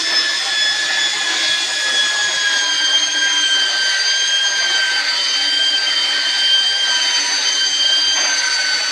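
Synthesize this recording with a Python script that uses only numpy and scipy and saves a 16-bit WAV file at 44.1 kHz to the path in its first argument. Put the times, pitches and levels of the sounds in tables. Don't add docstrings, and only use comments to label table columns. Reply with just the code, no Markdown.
import sys
import numpy as np
from scipy import signal
from scipy.io import wavfile
from scipy.ndimage import uniform_filter1d

SR = 44100
rng = np.random.default_rng(int(sys.argv[2]) if len(sys.argv) > 2 else 0)


def log_audio(samples):
    frames = np.atleast_2d(samples).T
    limited = np.clip(frames, -1, 1)
    pcm = np.round(limited * 32767).astype(np.int16)
    wavfile.write(sys.argv[1], SR, pcm)


N = 392931
TIME = np.arange(N) / SR

# (start [s], end [s], load on the motor [0-1],
# change of the rasp [dB], change of the chip hiss [dB], closing change of the air [dB])
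STROKES = [(0.028, .52, 0.19, 1.5, -1.5, -1.5), (1.097, 1.387, 0.26, 1, 2.5, 2.5),
           (1.481, 1.899, .02, 0, 2.5, -1), (2.149, 2.617, 0.32, 2, 0.5, 2.5),
           (3.229, 3.911, .49, 2.8, 2.2, 2), (4.441, 5.17, .5, 5, 2, 3.5),
           (5.662, 6.219, 0.29, 5.5, 1, 2.5), (6.8, 7.33, .47, 6, 4, 3.5), (8.19, 8.991, 0.64, 5.5, 4, -1)]
# (frequency [Hz], level [dB per Hz])
RATTLE_COLOUR = [(60, -36.5), (170, -29), (240, -14), (330, -12), (410, -7), (490, -8), (600, -2),
                 (680, -5), (790, -0.5), (1200, -7), (2000, -7), (5000, -70)]


def gain_of(db):
    return 10 ** (np.asarray(db) / 20)


def evened(x):
    return x / np.sqrt(np.mean(abs(x) ** 2) + 1e-20)


def curve(rows, column=1):
    rows = np.asarray(rows)
    return np.interp(TIME, rows[:, 0], rows[:, column])


def read(points, hz):
    f, value = np.transpose(points)
    return np.interp(np.log(hz + 1), np.log(f + 1), value)


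def bump(at, width_s):
    return np.exp(-np.minimum(((TIME - at) / width_s) ** 2, 20))


def lagged(x, lag_s):
    keep = np.exp(-1 / (lag_s * SR))
    return signal.lfilter([1 - keep], [1, -keep], x)


def drift(width_hz, size=4096):
    hz = np.fft.fftfreq(size, N / SR / size)
    chance = rng.standard_normal(size) + 1j * rng.standard_normal(size)
    spectrum = chance / (1 + (hz / width_hz) ** 2)
    points = evened(np.fft.ifft(spectrum))[:, None]
    ramp = np.linspace(0, 1, N // size + 1, endpoint=False)
    return (points + (np.roll(points, -1) - points) * ramp).ravel()[:N]


def turbulence(colour, patchy_db, flicker_db, frames_size, bins_size):
    frames, hz = N // 256 + 5, np.fft.rfftfreq(1024, 1 / SR)
    real, imaginary, patches = rng.standard_normal((3, frames, len(hz)), dtype=np.float32)
    patches = uniform_filter1d(patches, size=frames_size, axis=0)
    patches = evened(uniform_filter1d(patches, size=bins_size, axis=1))
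    flicker = evened(uniform_filter1d(rng.standard_normal((frames, 1)), size=4, axis=0))
    level_db = read(colour, hz) + patchy_db * patches + flicker_db * flicker
    spectrum = (real + 1j * imaginary) * gain_of(level_db)
    noise = signal.istft(spectrum.astype(np.complex64).T, nperseg=1024, noverlap=768)[1]
    return evened(noise[:N])


def strokes(column):
    press_s, lift_s = 0.06, 0.15
    total = 0
    for row in STROKES:
        corners = [row[0], row[0] + press_s, row[1], row[1] + lift_s]
        total = total + row[column] * np.interp(TIME, corners, [0, 1, 1, 0])
    return total


def catches(column):
    # (start [s], time until the decay [s], rattle level [dB], rasp level [dB])
    hard_grain = [(0.058, 0.11, -34, -28.5), (0.852, 0.15, -41, -28), (1.286, 0.077, -33.5, -25.5),
                  (1.84, .14, -29, -34), (3.63, .14, -36, -40), (4.6, 0.12, -33, -38),
                  (8.147, .08, -29.5, -23)]
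    attack_s, decay_s = 0.0095, 0.087
    total = 0
    for row in hard_grain:
        start = np.clip((TIME - row[0]) / attack_s, 0, 1)
        decay = np.exp(-np.maximum(TIME - row[0] - row[1], 0) / decay_s)
        total = total + gain_of(row[column]) * start * decay
    return total


def loaded(level, load, away):
    idle_db, load_db, away_db = level
    return gain_of(idle_db + load_db * load + away_db * away)


def workshop(x):
    # (frequency [Hz], time to fall by 60 dB [s])
    ring_time = [(150, 0.81), (1500, 0.87), (5000, 0.7), (14000, 0.23)]
    taps = rng.choice([-1., 1.], SR) * (rng.random(SR) < 2000 / SR)
    hz, t, spectrum = signal.stft(taps, SR, nperseg=256)
    decay = gain_of(-60 * t / read(ring_time, hz)[:, None])
    tail = signal.istft(spectrum * decay, SR, nperseg=256)[1]
    return signal.fftconvolve(x, tail / np.linalg.norm(tail))[:N]


def outlet(strain, away):
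    # (frequency [Hz], level [dB per Hz])
    facing_colour = [(1000, -51), (2600, -24.5), (3300, 1), (3900, 3), (4550, 8), (5200, -3.5), (5800, -15),
                     (7000, -33), (12000, -49)]
    away_colour = [(1000, -40), (2600, -11), (3550, 1), (4300, -4), (5000, -4), (5750, -5), (7000, -17),
                   (10500, -38), (15600, -48)]
    # (frequency [Hz], level [dB per Hz])
    chip_colour = [(2000, -24.5), (4500, -9.5), (5500, 5), (6600, 4), (7300, 0), (8200, -1.5), (9400, -6.5),
                   (10000, -16), (12000, -24), (14000, -35), (15600, -41)]
    # (idle level [dB], rise at full load [dB], rise while facing away [dB])
    air_level = (-27.5, 1.2, 4.2)
    chip_idle_db, chip_away_db, chip_lag_s = -35.5, 4, 0.17
    puff_delay_s, puff_s = 0.071, 0.2

    front = turbulence(facing_colour, patchy_db=2.5, flicker_db=1.2, frames_size=16, bins_size=5)
    back = turbulence(away_colour, patchy_db=2.5, flicker_db=1.2, frames_size=16, bins_size=5)
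    air = np.sqrt(1 - away) * front + np.sqrt(away) * back
    chips = turbulence(chip_colour, patchy_db=2.8, flicker_db=1.0, frames_size=30, bins_size=3)
    puffs_db = sum(puff_db * bump(end + puff_delay_s, puff_s) for _, end, *_, puff_db in STROKES)
    air_gain = loaded(air_level, strain, away) * gain_of(puffs_db)
    spray_db = lagged(strokes(column=4), chip_lag_s)
    chip_gain = gain_of(chip_idle_db + spray_db + chip_away_db * away)
    return air_gain * air + chip_gain * chips


def knocks(t60, per_s, count=30):
    t = np.arange(SR // 5) / SR
    out = np.zeros(N + len(t))
    modes_hz = np.geomspace(350, 1300, count) * rng.uniform(.98, 1.02, count)
    for hz in modes_hz:
        fall = gain_of(read(RATTLE_COLOUR, hz) - 60 * t / t60)
        ring = fall * np.sqrt(hz) * t * np.sin(2 * np.pi * hz * t)
        for at in rng.integers(0, N, round(per_s * N / SR)):
            out[at:at + len(t)] += rng.standard_normal() * ring
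    return evened(out[:N])


def cut(load, away, uneven_db):
    # (frequency [Hz], level [dB per Hz])
    bench_colour = [(45, -33), (80, -19.5), (100, -15), (130, -0.5), (170, 3), (220, -7), (400, -16),
                    (2000, -59)]
    rasp_colour = [(300, -47), (1000, -27.5), (1350, -3), (1650, -2.5), (1850, 4.5), (2200, -0.5),
                   (2700, -5), (3300, -7.5), (4500, -17.5), (12000, -42)]
    # (idle level [dB], rise at full load [dB], rise while the outlet faces away [dB])
    bench_level = (-64, 4, 9.9)
    rattle_level = (-36.5, 2.3, 3.3)
    rasp_idle_db, rasp_away_db, rasp_lag_s = -31, 3, 0.1

    rumble = turbulence(bench_colour, patchy_db=5, flicker_db=3.0, frames_size=14, bins_size=2)
    scrub = turbulence(RATTLE_COLOUR, patchy_db=4.0, flicker_db=2.5, frames_size=20, bins_size=2)
    rattle = evened(scrub + 0.85 * knocks(t60=0.082, per_s=9))
    rasp = turbulence(rasp_colour, patchy_db=3.0, flicker_db=0.4, frames_size=20, bins_size=4)
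    bite_db = lagged(strokes(column=3), rasp_lag_s)
    steady_rasp = gain_of(rasp_idle_db + bite_db + rasp_away_db * away)
    rattle_gain = np.hypot(loaded(rattle_level, load, away), catches(column=2))
    rasp_gain = np.hypot(steady_rasp, catches(column=3))
    wood = loaded(bench_level, load, away) * rumble + rattle_gain * rattle + rasp_gain * rasp
    return wood * gain_of(uneven_db * drift(23).real)


def drum(angle, level_db, rough):
    # (time [s], level [dB])
    hum_level = [(0, -38), (.5, -51), (1.5, -41.5), (2, -55), (2.9, -43), (3.4, -42), (4, -64),
                 (4.8, -56.5), (5.4, -45.5), (6.3, -48.5), (6.6, -64), (7.05, -44.5), (8.9, -49.5)]
    shake = (1 + rough * drift(20.5)) * np.exp(1j * 0.189 * angle)
    return gain_of(curve(hum_level) + level_db) * evened(shake.real)


def drive(angle, load, away, rough, fade_db):
    # (multiple of the whine pitch, idle level [dB], rise at full load [dB],
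    # rise while the outlet faces away [dB], lag behind the load [s])
    belt_tones = [(.625, -45, 11.5, 5, 0.019), (1.439, -42.5, 10, 4, 0.2)]
    out = np.zeros(N)
    for ratio, idle_db, load_db, away_db, lag_s in belt_tones:
        roughness = 1 + rough * drift(10)
        fading = gain_of(fade_db * drift(1).real)
        tone = roughness * fading * np.exp(1j * ratio * angle)
        level_db = idle_db + load_db * lagged(load, lag_s) + away_db * away
        out += gain_of(level_db) * evened(tone.real)
    return out


def side_tones(angle, level_db, fade_hz, blur):
    # (multiple of the whine pitch, level before level_db is added [dB])
    geared_tones = [(0.085, -60), (.379, -47), (0.917, -47), (1.084, -39), (1.19, -42), (1.268, -44),
                    (1.41, -51), (1.527, -45), (1.647, -43), (1.814, -38.5), (1.915, -39.5), (2.08, -38.5),
                    (2.411, -52), (2.475, -51), (2.917, -37.5), (3.083, -40.5), (3.476, -43),
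                    (4.085, -43.5), (4.916, -45.5), (5, -57), (6, -57), (7, -60)]
    out = np.zeros(N)
    for multiple, db in geared_tones:
        fading = drift(fade_hz) + blur * drift(24.0)
        out += gain_of(db + level_db) * (fading * np.exp(1j * multiple * angle)).real
    return out * np.sqrt(2 / (1 + blur ** 2))


def rotation(speed, wobble_hz):
    return 2 * np.pi * np.cumsum(speed + wobble_hz * drift(16.0).real) / SR


def whine(angle, speed, fade_db, fade_hz, flutter, flutter_hz, rough, rough_hz):
    # (time [s], level [dB])
    first_level = [(0, -31.5), (.28, -20.5), (.85, -24.5), (1.7, -24.5), (2.5, -21), (2.8, -25),
                   (4.1, -23.5), (5, -22), (5.25, -35.5), (5.6, -27), (6.9, -28.5), (7.25, -36), (8.2, -31),
                   (8.38, -19.5), (8.9, -29.5)]
    fourth_level = [(0, -43), (.9, -34), (2, -30), (3.4, -24.5), (3.68, -32.5), (4.35, -23), (5, -37),
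                    (6.75, -36), (6.95, -25), (7.45, -25), (7.9, -28), (8.25, -21.5), (8.9, -34)]
    # (whine pitch [Hz], second overtone [dB], third overtone [dB])
    housing = [(1544, -35, -22.5), (1538, -23, -20.5), (1550.7, -22.5, -23), (1577.5, -18, -23.5),
               (1582.6, -19.5, -27.5), (1703, -28, -34.5), (1709, -31, -33), (1732, -28, -24)]
    # (time [s], which overtone [1-4], half length [s], change [dB])
    swell_list = [(0.183, 3, 0.049, 8), (0.396, 1, 0.044, -10), (0.635, 2, 0.086, 9.5), (0.656, 3, .13, 7),
                  (1.03, 2, 0.066, 8), (1.529, 2, 0.074, 8), (1.64, 1, 0.055, -15), (1.949, 3, 0.079, 3),
                  (2.0, 2, 0.07, 9.5), (2.95, 2, 0.096, 5), (3.074, 3, 0.068, -19), (3.212, 1, .07, 7.5),
                  (3.433, 3, 0.18, -13.5), (3.582, 2, 0.072, 3.5), (3.776, 2, 0.089, -7.5),
                  (4.006, 2, 0.056, -17), (4.067, 3, 0.11, 4), (4.337, 2, .06, 3.5), (4.366, 3, 0.074, -11),
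                  (4.572, 2, .08, -5.5), (4.8, 2, 0.045, -1), (5.05, 2, 0.061, -17), (5.299, 4, 0.076, 8),
                  (5.657, 2, 0.094, 3.5), (5.815, 2, .025, -16), (6.015, 1, 0.066, -22), (6.55, 2, .09, 6),
                  (6.833, 3, 0.056, -8), (6.924, 1, 0.058, 7.5), (7.623, 1, .03, 15), (7.75, 1, .07, -8),
                  (7.887, 2, .09, 4), (7.902, 1, .05, 9), (8.051, 3, 0.1, 4), (8.321, 2, 0.088, -14)]
    fade_share = (2.44, 0.73, 0.54, 1.8)

    pitch, second, third = np.transpose(housing)
    second_level, third_level = np.interp(speed, pitch, second), np.interp(speed, pitch, third)
    levels = [curve(first_level), second_level, third_level, curve(fourth_level)]
    out = np.zeros(N)
    for k, db in enumerate(levels, 1):
        swells = sum(size_db * bump(at, half_s) for at, which, half_s, size_db in swell_list if which == k)
        cancelling = gain_of(-fade_db * fade_share[k - 1] * drift(fade_hz).real ** 2)
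        fluttering = cancelling * (1 + flutter * drift(flutter_hz))
        unsteady = evened(fluttering + rough * drift(rough_hz))
        out += gain_of(db + swells) * np.sqrt(2) * (unsteady * np.exp(1j * k * angle)).real
    return out


def scene():
    # (time [s], share [0-1])
    facing = [(2.2, 0.36), (2.58, 0.54), (2.62, 1)]
    # (time [s], pitch [Hz])
    free_speed = [(0, 1746), (2.1, 1686), (2.42, 1672), (2.82, 1599), (4.35, 1608), (5.5, 1585),
                  (7.85, 1579), (8.9, 1573)]
    motor_lag_s, sag_hz = 0.25, 99.5

    load = strokes(column=2)
    away = 1 - np.clip(curve(facing), 0, 1)
    strain = lagged(load, motor_lag_s)
    speed = curve(free_speed) - sag_hz * strain
    angle = rotation(speed, wobble_hz=2.006)
    planer = whine(angle, speed, fade_db=2.5, fade_hz=8.9, flutter=0.29, flutter_hz=26.0, rough=0.23, rough_hz=71)
    planer = planer + side_tones(angle, level_db=-1.5, fade_hz=2.5, blur=0.88)
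    planer = planer + drive(angle, load, away, rough=0.71, fade_db=4.0)
    planer = planer + drum(angle, level_db=-1.0, rough=1.27)
    planer = planer + cut(load, away, uneven_db=0.5)
    planer = planer + outlet(strain, away)
    return (planer + gain_of(-13.5) * workshop(planer))[None]


def record(dry):
    edge_hz = 15700
    low_pass = signal.firwin(511, edge_hz, window=("kaiser", 9), fs=SR)
    return signal.oaconvolve(dry, low_pass[None], "same")


dry = scene()
out = record(dry)
log_audio(out)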